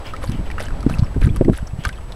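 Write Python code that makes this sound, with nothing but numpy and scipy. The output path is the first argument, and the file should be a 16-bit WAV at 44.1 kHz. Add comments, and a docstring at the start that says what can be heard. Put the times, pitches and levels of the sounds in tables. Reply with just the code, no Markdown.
"""Wind rumbles and flutters on a microphone over hissing pines and a camera's thin whine, on an open hilltop.
Then a dog snuffs and laps water from a small cup, about three laps a second.
Filtered noise makes the wind, puffs and slosh; damped, upward-gliding sines make the bubbles and crackle.
Mouth resonances and noise bursts make the smacks, noise bursts the ticks, single pressure pulses the thumps."""
import sys
import numpy as np
from scipy import signal
from scipy.fft import rfft, irfft
from scipy.io import wavfile
from scipy.ndimage import uniform_filter1d

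SR = 44100
rng = np.random.default_rng(int(sys.argv[2]) if len(sys.argv) > 2 else 0)


def master_out(mix):
    """Clip the mix to full scale and print it as 16-bit PCM to the path in sys.argv[1]."""
    frames = np.transpose(np.atleast_2d(mix))
    ceiling = np.clip(frames, -1, 1)
    pcm = np.round(ceiling * 32767).astype(np.int16)
    wavfile.write(sys.argv[1], SR, pcm)


N = 94815
T = np.arange(N) / SR

# Laps of the tongue: t/s, duration/s, crackle level/dB, spray level/dB, slosh level/dB
LAP_EVENTS = [(0.211, 0.12, -43, -49, -40), (0.586, 0.12, -38, -52.5, -39), (0.886, 0.095, -45, -52, -44),
              (1.206, .09, -40, -53, -36.5), (1.519, .10, -45.5, -53.5, -44), (1.831, 0.084, -41, -56, -36)]
# Spectrum of a water splat: f/Hz, relative level/dB
SPLAT_SPECTRUM = [(200, 6.5), (600, 6.5), (1500, 2.5), (3000, -3.5), (5200, -2), (7200, -12), (10000, -8),
                  (12000, -18.5), (13500, -27), (15500, -42)]
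# Spectrum of bursting water films: f/Hz, relative level/dB
FILM_SPECTRUM = [(1000, 0.5), (4000, -13.5), (7000, -14), (9000, 2), (10800, 4.5), (12200, -6),
                 (13500, -13.5), (15500, -33)]

SMACK_T60_S, TICK_T60_S = 0.017, 0.0066
BUBBLE_RISE_S, BUBBLE_GLIDE_PER_S = 0.00056, 5.55  # onset time; fractional pitch climb per second


def amp(db):
    """Level to amplitude ratio: 20 dB is a factor of ten."""
    return 10 ** (np.asarray(db) / 20)


def evened(x):
    """Normalization: scales a signal to an rms of one."""
    return x / np.sqrt(np.mean(x ** 2) + 1e-20)


def add(mix, s, sound):
    """Superposition: sums a sound into the mix from time s, in place."""
    part = mix[round(s * SR):][:len(sound)]
    part += sound[:len(part)]


def coloured(x, points):
    """Spectral filtering: levels interpolated over log frequency, scaled to an rms of one."""
    hz, db = np.transpose(points)
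    f = np.fft.rfftfreq(len(x), 1 / SR)
    gain = amp(np.interp(np.log(f + 1), np.log(hz + 1), db))
    return evened(irfft(rfft(x) * gain, len(x)))


def drift(rate_hz):
    """Slow random fluctuation: Gaussian low-passed noise with an rms of one."""
    f = np.fft.rfftfreq(N, 1 / SR)
    return evened(irfft(rfft(rng.standard_normal(N)) * np.exp(-(f / rate_hz) ** 2), N))


def swell(length, peak):
    """Amplitude envelope: rises to one at a share of its length and sinks back."""
    u = np.linspace(0, 1, int(length * SR))
    return np.sin(np.pi / 2 * np.interp(u, [0, peak, 1], [0, 1, 0]))


def wind():
    """Turbulent pressure on the microphone: low rumble and lumpy flutter as noise of varying level."""
    # Wind strength: t/s, rumble level/dB (raised below), flutter level/dB
    strength = [(0.0, -30, -78), (0.07, -34.5, -35), (0.29, -25.5, -29.5), (0.44, -28, -32.5),
                (0.62, -27.5, -31.5), (0.92, -27, -24), (1.07, -26.5, -34), (1.23, -26, -26),
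                (1.36, -23, -20.5), (1.52, -26.5, -46), (1.91, -35, -36.5), (2.03, -27.5, -38),
                (2.15, -40, -36.5)]
    # Low turbulence: f/Hz, relative level/dB
    rumble_spectrum = [(10, 5), (25, 0), (50, 1.5), (90, -11.5), (160, -23.5), (400, -69.5)]
    # Faster turbulence: f/Hz, relative level/dB
    flutter_spectrum = [(30, 4.5), (90, 3.5), (180, -5.5), (300, -10.5), (500, -24), (1200, -64.5)]
    rumble_raise_db, gust_rms_db = 2.5, 0.5
    s, rumble_db, flutter_db = np.transpose(strength)

    rumble_gain = amp(np.interp(T, s, rumble_db) + rumble_raise_db)
    flutter_gain = amp(np.interp(T, s, flutter_db) + gust_rms_db * drift(rate_hz=37))
    rumble = rumble_gain * coloured(rng.standard_normal(N), rumble_spectrum)
    return rumble + flutter_gain * coloured(rng.standard_normal(N), flutter_spectrum)


def pines():
    """Broadband noise of wind in distant trees, slowly fluctuating and mostly sinking in level."""
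    # Strength of the hiss: t/s, level/dB
    strength = [(0, -38.5), (.4, -41.5), (.8, -40.5), (1.2, -43), (1.6, -46.5), (2.15, -44.5)]
    # Spectrum of the trees: f/Hz, relative level/dB
    tree_spectrum = [(150, -18), (300, -2), (650, 0), (1200, -6), (2500, -16), (5000, -23), (12000, -50)]
    level_db = np.interp(T, *np.transpose(strength)) + 1.55 * drift(rate_hz=16)
    return amp(level_db) * coloured(rng.standard_normal(N), tree_spectrum)


def hiss():
    """Stationary noise: an even hiss at a constant level."""
    # Spectrum of the hiss: f/Hz, relative level/dB
    hiss_spectrum = [(150, 9), (250, 0.5), (650, -1), (1200, -14), (2000, -14), (3400, -20.5),
                     (5000, -22.5), (7100, -23.5), (8500, -21.5), (10400, -20), (11600, -23.5),
                     (13000, -34), (15500, -37)]
    return amp(-44) * coloured(rng.standard_normal(N), hiss_spectrum)


def camera_whine():
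    """Phase modulation: a steady sine with a lopsided warble at a rate and at twice that rate."""
    whine_hz, warble_hz, rms_db = 7881, 29.4, -61
    sweep = 2 * np.pi * warble_hz * T
    warble = 0.85 * np.sin(sweep) + 0.6 * np.sin(2 * sweep)  # radians
    return amp(rms_db) * np.sqrt(2) * np.sin(2 * np.pi * whine_hz * T + warble)


def snuffs():
    """Turbulent airflow: soft puffs of coloured noise through the dog's muzzle."""
    # Puffs: t/s, duration/s, level/dB
    puffs = [(0.041, 0.091, -38.5), (0.307, 0.1, -43.5), (0.447, .05, -44.5), (1.782, 0.073, -45)]
    # Spectrum of the muzzle: f/Hz, relative level/dB
    muzzle_spectrum = [(400, -9), (1400, -7.5), (2500, -2), (3050, 1.5), (3600, -11.5), (6000, -21),
                       (15500, -29)]
    out = np.zeros(N)
    for s, length, db in puffs:
        env = swell(length, peak=0.29)
        add(out, s, amp(db) * env * coloured(rng.standard_normal(len(env)), muzzle_spectrum))
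    return out


def ring(hz, t60, rise, glide):
    """Damped resonance: a pocket of air rings and climbs in pitch as it nears the surface."""
    t = np.arange(0, t60 + rise, 1 / SR)
    tone = np.sin(2 * np.pi * hz * (t + glide * t ** 2 / 2))
    return tone * np.minimum(t / rise, 1) * amp(-60 * np.maximum(t - rise, 0) / t60)


def burst(points, t60, size=2048):
    """Impulsive noise: a quickly dying coloured snap with a peak near one."""
    t = np.arange(size) / SR
    env = amp(-60 * t / t60) * np.minimum(t / 0.00078, 1)  # rise time in s
    snap = coloured(rng.standard_normal(size), points) * env
    decay_norm = np.sqrt(t60 * SR / (2 * np.log(1000)))  # norm of a decay that starts at one
    return 0.34 * snap * decay_norm / np.linalg.norm(snap)


def bubbles():
    """Volume resonance: each bubble snaps as it forms, then rings in the cup with an uneven amplitude."""
    # Bubbles: t/s, level/dB, starting f/Hz, T60/s
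    bubble_events = [(.067, -33.5, 4980, .025), (.136, -22, 1246, 0.045), (0.139, -33.5, 1770, 0.064),
                     (.276, -32.5, 4500, 0.019), (.502, -23, 1900, 0.015), (0.5805, -23.5, 1380, 0.034),
                     (0.581, -33.5, 2730, 0.046), (.597, -25.5, 1950, 0.051), (.659, -33, 1620, 0.02),
                     (.666, -33, 2920, 0.025), (.684, -21.5, 1600, 0.012), (.706, -29, 1378, 0.036),
                     (0.912, -29, 1510, 0.021), (0.9395, -25, 2560, 0.019), (.956, -31, 1300, .022),
                     (.973, -29.5, 1190, 0.014), (1.0341, -28, 1120, 0.017), (1.044, -38.5, 5240, 0.027),
                     (1.145, -31, 1520, 0.019), (1.2165, -26, 2430, 0.0265), (1.235, -35, 1530, .025),
                     (1.246, -25.5, 1990, 0.014), (1.258, -34, 1540, .022), (1.291, -29, 2360, 0.016),
                     (1.298, -38, 3280, 0.038), (1.5855, -26.5, 1510, 0.025), (1.6703, -35.5, 5320, 0.012),
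                     (1.851, -19.5, 1506, 0.045), (1.858, -21, 1150, 0.057), (1.891, -23, 1467, 0.05),
                     (1.9855, -32, 1090, 0.02)]
    pop_db, gurgle = -3.5, 0.17  # snap level; rms unevenness of the ring
    out = np.zeros(N)
    for s, db, hz, t60 in bubble_events:
        note = ring(hz, t60, BUBBLE_RISE_S, BUBBLE_GLIDE_PER_S)
        wobble = evened(uniform_filter1d(rng.standard_normal(4096), size=70))
        add(out, s, amp(db) * note * (1 + gurgle * np.resize(wobble, len(note))))
        add(out, s, amp(db + pop_db) * burst(SPLAT_SPECTRUM, SMACK_T60_S))
    return out


def fuzz(hz):
    """Broad resonance: a wet slap stirs noise around one pitch of the mouth."""
    width_octaves, rise_s = 0.28, 0.0026  # from the centre to half amplitude; time to the peak
    t = np.arange(2048) / SR
    offset = np.log2((np.fft.rfftfreq(len(t), 1 / SR) + 1) / hz) / width_octaves
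    band = evened(irfft(rfft(rng.standard_normal(len(t))) / (1 + offset ** 2)))
    return 0.5 * band * t / rise_s * np.exp(1 - t / rise_s)


def smacks():
    """Impact excitation: each tongue smack rings the mouth, stirs soft fuzz and splats the water."""
    # Smacks: t/s, reference level/dB, starting f/Hz of the mouth, splat level re reference/dB
    smack_events = [(.164, -28, 2260, 4.5), (0.22, -26, 1190, -8), (.238, -15, 600, -17),
                    (.239, -15.5, 990, -8), (0.296, -32, 1300, 10), (.318, -30, 3170, 11),
                    (0.513, -22.5, 2300, -0.5), (0.582, -14.5, 1360, -23), (0.5968, -23, 1810, -3),
                    (.603, -12.5, 630, -4.5), (.608, -27.5, 5550, -8), (0.805, -33.5, 4440, 7),
                    (.828, -20.5, 1176, -2.5), (0.895, -27, 1500, -10), (0.8968, -13.5, 790, -1),
                    (0.902, -25.5, 1550, -4), (0.985, -24, 4600, 1), (0.9927, -25, 4380, -4),
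                    (1.033, -23, 1090, -10), (1.063, -37, 1800, -5), (1.213, -24, 1000, -12),
                    (1.225, -18.5, 1730, -15), (1.271, -18.5, 1455, -8), (1.3611, -21, 1140, -2),
                    (1.367, -31.5, 3000, 10.5), (1.447, -25.5, 1945, 3.5), (1.533, -22.5, 1480, -3),
                    (1.568, -28.5, 3200, 1), (1.584, -29, 1650, -4), (1.671, -31, 5760, -13),
                    (1.674, -31, 1180, 2), (1.8435, -21, 3050, -8), (1.851, -11.5, 1600, 3.5),
                    (1.8545, -30, 2800, 2), (1.8898, -21, 1950, 4.5), (1.928, -32, 2960, 7),
                    (1.957, -38, 3780, -14), (1.985, -33, 1090, -18), (2.121, -27.5, 3650, 3.5)]
    mouth_db, fuzz_db = -6, -7  # re reference
    out = np.zeros(N)
    for s, db, hz, bright_db in smack_events:
        add(out, s, amp(db + mouth_db) * ring(hz, t60=0.0065, rise=0.0011, glide=1.3))
        add(out, s, amp(db + fuzz_db) * fuzz(hz))
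        add(out, s, amp(db + bright_db) * burst(SPLAT_SPECTRUM, SMACK_T60_S))
    return out


def crackle_patch(length, size):
    """Random superposition of tiny bubbles: short rings, each decaying over a fixed number of cycles."""
    centre_hz, log_spread, cycles, per_s = 2175, 1.52, 4.9, 1200  # spread each way, in natural log
    patch = np.zeros(size)
    for at, strength, pitch in rng.random((int(per_s * length) + 1, 3)):
        hz = centre_hz * np.exp(log_spread * (2 * pitch - 1))
        gain = amp(25 * strength ** 3) * (centre_hz / hz) ** 0.052
        add(patch, at * length, gain * ring(hz, cycles / hz, rise=0.0004, glide=14))
    return evened(patch)


def spray_patch(length, size):
    """Shot noise: a fine spray of many short film bursts at random times."""
    patch = np.zeros(size)
    for at, strength in rng.random((int(1700 * length) + 1, 2)):  # 1700 bursts per second
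        add(patch, at * length, amp(25 * strength ** 3) * burst(FILM_SPECTRUM, t60=0.0042, size=256))
    return evened(patch)


def splashes():
    """Agitated water: each lap is lumpy slosh noise under a swell of crackle and spray."""
    # Spectrum of the slosh: f/Hz, relative level/dB
    slosh_spectrum = [(400, 1), (900, -6), (1500, 10.5), (2400, -0.5), (3400, 0.5), (5000, -8), (8000, -22),
                      (15500, -50)]
    lumps_db, lumps_hz = 6, 220  # rms before the highest lumps are limited; fluctuation rate
    out = np.zeros(N)
    for s, length, crackle_db, spray_db, slosh_db in LAP_EVENTS:
        env = swell(length, peak=0.16)
        lumps = evened(amp(lumps_db * np.minimum(drift(lumps_hz)[:len(env)], 2)))
        slosh = coloured(rng.standard_normal(len(env)), slosh_spectrum)
        add(out, s, amp(slosh_db) * env ** 2 * lumps * slosh)
        add(out, s, amp(crackle_db) * env * crackle_patch(length, len(env)))
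        add(out, s, amp(spray_db) * env * spray_patch(length, len(env)))
    return out


def dribble():
    """Drop impacts: from each lap's start small drops fall from tongue and lips, ringing and splatting."""
    per_s, duration_s, t60 = 340, 0.19, 0.015
    top_db, spread_db, splat_db = -40, 21.5, 5  # loudest ring; range below it; splat re ring
    low_hz, high_hz = 850, 3290
    out = np.zeros(N)
    for s, *_ in LAP_EVENTS:
        for at, softness, pitch in rng.random((int(per_s * duration_s), 3)):
            start = s + at * duration_s
            hz = low_hz * (high_hz / low_hz) ** pitch
            gain = amp(top_db - spread_db * softness)
            add(out, start, gain * ring(hz, t60, BUBBLE_RISE_S, BUBBLE_GLIDE_PER_S))
            add(out, start, gain * amp(splat_db) * burst(SPLAT_SPECTRUM, TICK_T60_S, size=512))
    return out


def ticks():
    """Impulsive release: bursting water films give short, bright snaps."""
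    # Film bursts: t/s, level/dB
    film_bursts = [(0.231, -27.5), (0.2406, -25), (.278, -40), (0.607, -24), (.6265, -19), (0.6365, -26),
                   (.899, -34), (0.933, -26), (0.947, -26), (1.245, -24.5), (1.3615, -18), (1.5763, -17),
                   (1.8545, -34), (1.883, -21)]
    out = np.zeros(N)
    for s, db in film_bursts:
        add(out, s, amp(db) * burst(FILM_SPECTRUM, TICK_T60_S))
    return out


def eddies():
    """Vortex pressure: each eddy pushes and pulls the microphone once, with a short turbulent wake."""
    # Eddies: t/s, pulse peak/dB, pulse f/Hz, wake level/dB, wake duration/s, wake edge f/Hz
    eddy_events = [(0.295, -10.5, 98, -26.5, 0.057, 195), (0.341, -28, 140, -28.5, 0.037, 235),
                   (0.386, -20, 44, -25.5, 0.043, 212), (0.718, -14.5, 16.5, -53, 0.022, 60),
                   (.866, -2, 175, -17, .02, 270), (0.911, -13, 140, -25, 0.079, 155),
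                   (.995, -7, 88, -43, 0.016, 200), (1.027, -4, 93, -24.5, 0.052, 159),
                   (1.163, -12.5, 56, -18.5, 0.027, 288), (1.181, -13, 54, -34, 0.022, 130),
                   (1.223, -8, 23, -17.5, 0.011, 250), (1.247, -3, 59, -19.5, 0.069, 200),
                   (1.271, -9, 81, -23.5, 0.039, 224), (1.307, -11, 90, -29, 0.021, 188),
                   (1.335, -43, 48, -29, 0.024, 220), (1.4118, -2.5, 205, -13.5, .022, 420),
                   (1.446, -25, 260, -21, 0.086, 266), (1.483, -4, 250, -14, .028, 460),
                   (1.497, -3, 125, -16, .028, 310), (1.519, -14.5, 110, -28, 0.036, 306),
                   (1.63, -16, 100, -59, 0.017, 200), (1.737, -14.5, 83, -34, 0.044, 171),
                   (1.792, -14.5, 83, -30, 0.024, 210), (1.871, -13.5, 58, -27.5, 0.023, 109)]
    wake_slope = 4.37  # exponent of the amplitude's fall far above the edge
    out = np.zeros(N)
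    f = np.fft.rfftfreq(N, 1 / SR)
    for s, db, hz, wake_db, length, edge_hz in eddy_events:
        u = 2 * np.pi * hz * (T - s)
        out -= amp(db) * u * np.exp((1 - u ** 2) / 2)
        edge = f / edge_hz
        wake_gain = np.sqrt(edge) / (1 + edge ** (wake_slope + 0.5))
        churn = irfft(rfft(rng.standard_normal(N)) * wake_gain, N)
        env = swell(length, peak=0.24) ** 2
        # the wake sets in 4 ms before the centre of the pulse
        add(out, s - 0.004, amp(wake_db) * evened(env * churn[:len(env)]))
    return out


def rock(x):
    """Diffuse reflection: brief scatter from the cup, the bodies and the bare rock, as decaying noise."""
    scatter_db, t60 = -12.5, 0.021
    t = np.arange(SR // 8) / SR
    tail = rng.standard_normal(len(t)) * amp(-60 * t / t60) * (t > 0.002)  # first echo after 2 ms
    return x + amp(scatter_db) * signal.fftconvolve(x, tail / np.linalg.norm(tail))[:N]


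def scene():
    """Superposition of hilltop and dog; only the water and mouth sounds scatter from the surroundings."""
    background = wind() + pines() + hiss() + camera_whine()
    lapping = bubbles() + smacks() + splashes() + dribble() + ticks()
    return (background + snuffs() + rock(lapping) + eddies())[None]


def record(dry):
    """Overload and band limiting: the recorder clips the peaks, then cuts off the top of the spectrum."""
    edge_hz = 15750
    low_pass = signal.firwin(1023, edge_hz, window=("kaiser", 9), fs=SR)
    return signal.oaconvolve(np.clip(dry, -1.1, 1.1), low_pass[None], "same")


dry = scene()
out = record(dry)
master_out(out)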